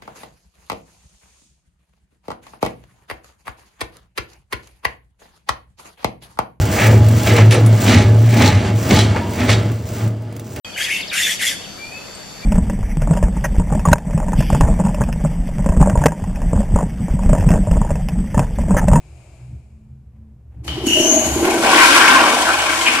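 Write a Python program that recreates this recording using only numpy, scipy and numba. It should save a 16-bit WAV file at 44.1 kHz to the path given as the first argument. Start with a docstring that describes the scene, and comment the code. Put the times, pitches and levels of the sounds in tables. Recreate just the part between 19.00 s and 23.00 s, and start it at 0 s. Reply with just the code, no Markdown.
"""A small tiled restroom with a flush-valve toilet. Over a low room drone, a faint pipe hiss dies away.
The valve knocks open and whistles, and air bubbles glug through the full bowl. As it empties, the rim
jets roar on the bare porcelain and the drain slurps air. Bowl and tiles ring with the water, and the
close microphone's limiter holds down the loudest rush."""
import sys
import numpy as np
from scipy import signal
from scipy.fft import rfft, irfft
from scipy.io import wavfile
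from scipy.ndimage import uniform_filter1d, minimum_filter1d
from numba import njit

SR = 44100
rng = np.random.default_rng(int(sys.argv[2]) if len(sys.argv) > 2 else 0)


def inscribe(sig):
    """Save sig as 16-bit PCM at rate SR to the path in sys.argv[1].

    A 1-D sig is mono; a 2-D sig holds one channel per row.
    Samples are clipped to [-1, 1] before scaling.
    """
    pcm = np.round(np.clip(np.atleast_2d(sig).T, -1, 1) * 32767)
    wavfile.write(sys.argv[1], SR, pcm.astype(np.int16))


N = 176400

# Levels are set ahead of the bowl, the room and the mix gains.
# pipe hiss before the flush: time_s, level_db
PIPE_LEVEL = [(0,-55.5),(.25,-53.5),(.42,-55.5),(.6,-62.5),(1.1,-80)]
# swells of low rumble: peak_s, width_s, level_db
RUMBLES = [(0.54,0.033,-30.5),(1.592,0.03,-32),(1.715,0.027,-27),(1.84,0.074,-29),(2.313,0.07,-24)]
# swells of soft hum: peak_s, width_s, pitch_hz, level_db
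HUMS = [(0.505,0.069,122,-33),(0.848,0.12,215.5,-48),(0.947,0.052,130.6,-37.5),(1.26,0.076,218.7,-45)]
# handling rustles: start_s, decay_s, level_db
RUSTLES = [(1.115,0.13,-65),(1.505,0.27,-60)]
# envelopes of the flush: time_s, level_db
CHURN_LEVEL = [(1.62,-51),(1.66,-38),(1.76,-36),(1.87,-22),(1.93,-33.5),(2.0,-21.5),(2.15,-21.5),(2.28,-27.5),(2.43,-19),(2.6,-21),(2.85,-23.5),(3.25,-21),(3.6,-33.5),(4,-29)]  # deep in the bowl
BUBBLING_LEVEL = [(1.63,-53),(1.69,-41),(1.93,-36),(2.0,-31.5),(2.12,-28.5),(2.35,-31),(2.47,-21.5),(2.61,-25.5),(2.645,-13.5),(2.9,-26.5),(3.25,-19),(3.6,-25),(4,-32)]  # under the surface
VALVE_LEVEL = [(1.632,-70),(1.647,-45),(1.675,-43),(1.69,-44),(1.76,-49.5),(1.853,-42.5),(1.868,-24.5),(2.1,-28),(2.4,-28),(2.7,-36.5),(4,-54)]  # hiss of the valve
SPLASH_LEVEL = [(1.9,-56),(2.1,-34),(2.41,-36.5),(2.45,-24),(2.615,-28.5),(2.635,-19),(2.76,-11.5),(2.82,-10.5),(3.14,-11),(3.23,-15.5),(3.42,-21),(3.7,-20.5),(4,-19)]  # water on bare porcelain
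SPRAY_LEVEL = [(2.2,-47),(2.6,-28.5),(2.7,-22.5),(2.84,-16.5),(3.1,-21.5),(3.25,-25.5),(3.7,-27),(3.85,-24),(4,-29.5)]  # fine drops
RIM_LEVEL = [(1.93,-46),(1.975,-25),(2.2,-25.5),(2.38,-37.5),(2.55,-33),(2.8,-44)]  # hollow note of the rim channel
# the valve's two whistles: time_s, pitch_hz, level_db
LOW_WHISTLE = [(1.66,3060,-105),(1.683,3050,-26),(1.75,3060,-38),(1.852,2980,-40),(1.885,2880,-17),(1.978,2906,-14.5),(2.008,2949,-24),(2.22,2970,-40),(2.7,2930,-56)]
HIGH_WHISTLE = [(1.85,5730,-52),(1.875,5820,-31),(1.981,5850,-32.5),(2.02,5894,-23.5),(2.058,6220,-19),(2.112,6525,-13),(2.202,6670,-22.5),(2.39,6746,-36.5),(2.8,6800,-54)]
# resonances of the valve body: pitch_hz, width_hz, over_hiss_db
VALVE_MODES = [(6720,130,-3),(8550,420,-12),(12430,160,-14.5)]
# big air bubbles: start_s, pitch_hz, level_db
GLUGS = [(1.777,355,-11),(1.836,347,-8.5),(1.868,270,-4),(1.97,358,-8),(1.998,332,-1),(2.057,345,-6),(2.36,337,-2.5),(2.426,342,-2.5),(2.443,326,-3),(2.478,379,-4),(2.573,343,-4.5)]
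# air sucked through the water: peak_s, width_s, pitch_hz, width_hz, level_db
SLURPS = [(2.81,0.025,1882,600,-13),(3.053,0.077,1520,256,-14),(3.168,0.011,1050,91.5,-14),(3.265,0.028,952,248,-18.5),(3.497,0.011,1482,178,-12),(3.603,0.009,2820,450,-21),(3.877,0.013,2564,550,-12)]
# narrow resonances of the bowl and the stall around it: pitch_hz
BOWL_MODES = [275,339,382,560,699,754,817,1039,1174,1362,1674,2245]
# tone colour of each layer: frequency_hz, gain_db
PIPE_EQ = [(200,-11),(345,9),(450,-2),(670,6),(1100,-7),(1950,-12),(2350,0.5),(3300,-15.5),(5400,-13.5),(5900,-21),(6600,-10),(7600,-10.5),(9400,-15.5),(13000,-31)]
DRONE_EQ = [(20,-20),(42,-22),(60,-3),(73,4),(90,-15.5),(120,-2.5),(165,-18.5),(280,-29),(700,-42.5),(4000,-64),(14000,-67)]
RUMBLE_EQ = [(25,-24),(45,-39),(68,9.5),(90,-10),(118,3),(170,-12.5),(300,-23.5),(900,-72)]
RUSTLE_EQ = [(700,5),(1200,-5),(2500,-9),(4000,-26)]
CHURN_EQ = [(60,-33),(170,-19),(240,-4),(280,-2),(340,0),(390,-12),(460,-9.5),(800,-43),(2000,-60)]
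BUBBLING_EQ = [(300,-31),(500,-7.5),(630,0),(740,-2),(900,-1.5),(1100,-6.5),(1300,-17.5),(3000,-45)]
VALVE_EQ = [(300,11),(900,-7),(1500,4),(3000,8.5),(3500,-1),(4400,4.5),(5200,-1),(5800,3),(7600,3),(10400,1),(11200,-2),(14000,-5.5)]
KNOCK_EQ = [(300,-16),(1000,7),(3000,6),(4800,3.5),(7000,-7),(14000,-21)]
SPLASH_EQ = [(150,-22),(450,-15.5),(700,-12.5),(920,-4.5),(1040,1.5),(1150,0.5),(1240,-15),(1370,1.5),(1590,0),(1720,-5.5),(2000,-8),(2250,-3.5),(3200,-8.5),(3800,-16.5),(6000,-20),(14000,-44)]
SPRAY_EQ = [(1200,-28),(3000,-4.5),(7900,-6.5),(10000,-9.5),(11500,-16.5),(14000,-19.5)]
# stereo lean of the valve and the water: frequency_hz, left_minus_right_db
VALVE_PAN = [(600,-0.5),(2900,4),(7000,3.5),(12000,-5.5)]
WATER_PAN = [(200,-0.5),(1100,1),(2200,4.5),(4000,3.5),(6000,0.5),(8000,7),(10500,1),(13000,-3)]

TIME_S = np.arange(N) / SR
FREQ_HZ = np.maximum(np.arange(N // 2 + 1) * SR / N, 1)


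def undb(db):
    return 10 ** (np.asarray(db) / 20)


def unit(x):
    return x / np.sqrt(np.mean(x ** 2))


def curve(rows, column=1):
    """One column of a table, joined by straight lines in time."""
    rows = np.array(rows)
    return np.interp(TIME_S, rows[:, 0], rows[:, column])


def fader(rows, column=1):
    """Gain from a level column; silent before its first row."""
    return undb(curve(rows, column)) * (TIME_S >= rows[0][0])


def swell(peak_s, width_s):
    """A bell-shaped rise and fall."""
    return np.exp(-.5 * ((TIME_S - peak_s) / width_s) ** 2)


def eq_gains(eq):
    """Gain at every frequency of an EQ curve."""
    hz, db = np.array(eq).T
    return undb(np.interp(np.log(FREQ_HZ), np.log(hz), db))


def colour(x, eq):
    """A sound through an EQ curve, at unit level."""
    return unit(irfft(rfft(x) * eq_gains(eq), N))


def wander(rate_hz):
    """Smooth random drift of unit spread."""
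    return unit(irfft(rfft(rng.standard_normal(N)) * np.exp(-(FREQ_HZ / rate_hz) ** 2), N))


def noise(widen_hz=2220):
    """Stereo noise, centred in the bass and wide in the treble."""
    mid, side = rfft(rng.standard_normal((2, N)))
    side = side * (0.03 + 0.8 * FREQ_HZ / np.hypot(FREQ_HZ, widen_hz))
    return unit(irfft(np.array([mid + side, mid - side]), N))


def whistle(hz, width_hz):
    """Turbulence ringing in a narrow resonance whose pitch may move."""
    band = 1 / np.sqrt(1 + (2 * FREQ_HZ / width_hz) ** 2) / (1 + (FREQ_HZ / width_hz / 2) ** 4)
    flutter = irfft(rfft(rng.standard_normal((2, 2, N))) * band, N)
    phase = 2 * np.pi * np.cumsum(hz + np.zeros(N)) / SR
    return unit(flutter[0] * np.cos(phase) + flutter[1] * np.sin(phase))


@njit
def bubble_tones(start_fraction, hz, cycles, strength, lag_s, glide):
    """Decaying, rising bubble tones, each with its own lag between left and right."""
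    out = np.zeros((2, N))
    for k in range(len(hz)):
        first, length = int(start_fraction[k] * N), int(cycles[k] * SR / hz[k]) + 2
        omega = 2 * np.pi * hz[k] / SR
        step = np.exp(1j * omega - 5 / length)  # one sample of spin and decay
        bend = np.exp(1j * omega * glide / length)
        right_shift = np.exp(1j * omega * lag_s[k] * SR)
        tone = strength[k] + 0j
        for i in range(first, min(N, first + length)):
            attack = min(1., (i - first + 1) * omega / 3)
            out[0, i] += attack * tone.imag
            out[1, i] += attack * (tone * right_shift).imag
            tone *= step
            step *= bend
    return out


def bubbles(low_hz, high_hz, cycles, spread_db, glide, count, max_lag_s=0.00017):
    """An even-spectrum stream of bubbles of scattered pitch and strength."""
    start, pitch, life, size, side = rng.random((count, 5)).T
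    hz = low_hz * (high_hz / low_hz) ** pitch
    strength = hz * undb(-spread_db * np.log(0.0055 + size))
    return unit(bubble_tones(start, hz, cycles * (.5 + life), strength, max_lag_s * (2 * side - 1), glide))


def pipe_hiss(lean_left_db=6):
    """A faint hiss in the pipe dies away before the flush."""
    pan = undb(np.array([[lean_left_db], [-lean_left_db]]) / 2)
    return colour(noise(), PIPE_EQ) * fader(PIPE_LEVEL) * pan


def room_tone(drone_db=-42):
    """A low drone with swells of rumble and soft hum."""
    out = colour(noise(), DRONE_EQ) * undb(drone_db)
    out += colour(noise(), RUMBLE_EQ) * sum(undb(db) * swell(at, width) for at, width, db in RUMBLES)
    for peak_s, width_s, hz, db in HUMS:
        out += undb(db) * swell(peak_s, width_s) * np.sin(2 * np.pi * hz * TIME_S + 0.22 * wander(5.5))
    return out


def rustles(attack_s=0.014):
    """Faint brushes of handling: each rises quickly and dies away."""
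    envelope = 0
    for start_s, decay_s, db in RUSTLES:
        age = np.maximum(TIME_S - start_s, 0)
        envelope += undb(db) * (1 - np.exp(-age / attack_s)) * np.exp(-age / decay_s)
    return colour(noise(), RUSTLE_EQ) * envelope * undb(2.5 * wander(60))


def gurgle():
    """Large bubbles churn in the trap and smaller ones boil above it."""
    deep = bubbles(155.6, 595, cycles=16.2, spread_db=1, glide=0.21, count=1500) + undb(-23) * noise()
    upper = bubbles(398, 1467, cycles=8.2, spread_db=1.5, glide=0.078, count=2400) + undb(-29) * noise()
    churn = colour(deep, CHURN_EQ) * fader(CHURN_LEVEL)
    return churn + colour(upper, BUBBLING_EQ) * fader(BUBBLING_LEVEL)


def valve_hiss(fade_start_s=2.3, fade_db_per_s=36):
    """Water hisses through the valve and, at full pressure, rings its body."""
    full_pressure = TIME_S >= HIGH_WHISTLE[0][0]
    body = sum(undb(db) * whistle(hz, width_hz) for hz, width_hz, db in VALVE_MODES)
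    body *= full_pressure * undb(-fade_db_per_s * np.maximum(TIME_S - fade_start_s, 0))
    return (colour(noise(), VALVE_EQ) + body) * fader(VALVE_LEVEL) * undb(2.3 * wander(47))


def valve_whistle(rows, width_hz):
    """The flow sings in the valve on a sliding, slightly unsteady pitch."""
    hz = curve(rows) * (1 + 0.00395 * wander(32.0))
    return whistle(hz, width_hz) * fader(rows, column=2)


def valve_knock(start_s=1.679, knock_decay_s=0.0066, inrush_decay_s=0.47):
    """The valve snaps open and water rushes in behind it."""
    age = np.maximum(TIME_S - start_s, 0)
    knock = undb(-23.5) * np.exp(-age / knock_decay_s)
    inrush = undb(-36.5) * np.exp(-age / inrush_decay_s)
    return colour(noise(), KNOCK_EQ) * (knock + inrush) * (age > 0)


def glugs(attack_s=0.003, decay_s=0.0072, glide_per_s=1.8):
    """The biggest air bubbles ring singly, each a short, rising note."""
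    out = 0
    for start_s, hz, db in GLUGS:
        age = np.maximum(TIME_S - start_s, 0)
        envelope = (1 - np.exp(-(age / attack_s) ** 2)) * np.exp(-age / decay_s)
        out += undb(db) * envelope * np.sin(2 * np.pi * hz * age * (1 + glide_per_s * age / 2))
    return out


def splash():
    """Jets break up on the porcelain: bubbles ring and spray crackles, surging together."""
    body = bubbles(304, 6000, cycles=30.5, spread_db=3, glide=0.12, count=20000) + undb(-3.5) * noise()
    drops = bubbles(2200, 12600, cycles=3, spread_db=4, glide=0.11, count=16000) + undb(6) * noise()
    surge = undb(1.5 * wander(47))
    roar = colour(body, SPLASH_EQ) * fader(SPLASH_LEVEL)
    spray = colour(drops, SPRAY_EQ) * fader(SPRAY_LEVEL) * undb(1.66 * wander(110))
    return (roar + spray) * surge


def rim_hoot():
    """The rim channel sounds a hollow note as it fills."""
    return unit(whistle(hz=636, width_hz=48).mean(axis=0)) * fader(RIM_LEVEL)


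def slurps():
    """The drain sucks air through the water in short, pitched gulps."""
    out = 0
    for peak_s, width_s, hz, width_hz, db in SLURPS:
        air = whistle(hz, width_hz)
        centred = unit(air + 2 * air.mean(axis=0))
        out += undb(db) * swell(peak_s, width_s) * centred
    return out


def bowl(water, width_hz=8.9, ring_db=-3):
    """All the water in the bowl rings the same narrow resonances."""
    modes = sum(undb(ring_db) / (1 + 2j * (FREQ_HZ - hz) / width_hz) for hz in BOWL_MODES)
    return irfft(rfft(water) * (1 + modes), N)


def place(x, pan, left_delay_s=.00009):
    """A source reaches the two microphone ports with its own balance, the left slightly late."""
    lean = np.sqrt(eq_gains(pan))
    delay = np.exp(-2j * np.pi * FREQ_HZ * left_delay_s)
    return irfft(rfft(x) * np.array([lean * delay, 1 / lean]), N)


def tiles(x, t60_s=0.52, wet_db=-1.5):
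    """Direct sound plus the short, bright ring of the tiled stall."""
    tail = noise() * undb(-60 * TIME_S / t60_s) * (TIME_S > .003)
    tail /= np.sqrt(np.sum(tail ** 2) / 2)
    wet = undb(wet_db)
    return (x + wet * signal.fftconvolve(x, tail, axes=1)[:, :N]) / np.hypot(1, wet)


def scene():
    """Valve and bowl sound in the tiled stall, over the quiet room."""
    valve = valve_hiss()
    valve += valve_whistle(LOW_WHISTLE, width_hz=150) + valve_whistle(HIGH_WHISTLE, width_hz=280)
    plumbing = valve + rim_hoot() + valve_knock()
    water = bowl(undb(-1.5) * (gurgle() + glugs()) + splash() + slurps())
    flush = place(plumbing, VALVE_PAN) + place(water, WATER_PAN)
    flushing = TIME_S >= CHURN_LEVEL[0][0]
    return undb(2) * tiles(flush * flushing) + pipe_hiss() + room_tone() + rustles()


def record(dry, threshold=1.38, release_s=0.022, top_hz=14200):
    """A limiter ducks the loudest rush, stray peaks clip, and a steep low-pass trims the top."""
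    window = int(release_s * SR / 2)
    gain = np.minimum(1, threshold / (np.abs(dry).mean(axis=0) + 1e-9))
    smooth_gain = uniform_filter1d(minimum_filter1d(gain, window), window)
    limited = np.clip(dry * smooth_gain, -1, 1)
    return signal.sosfilt(signal.ellip(10, .2, 70, top_hz, fs=SR, output="sos"), limited)


dry = scene()
out = record(dry)
inscribe(out)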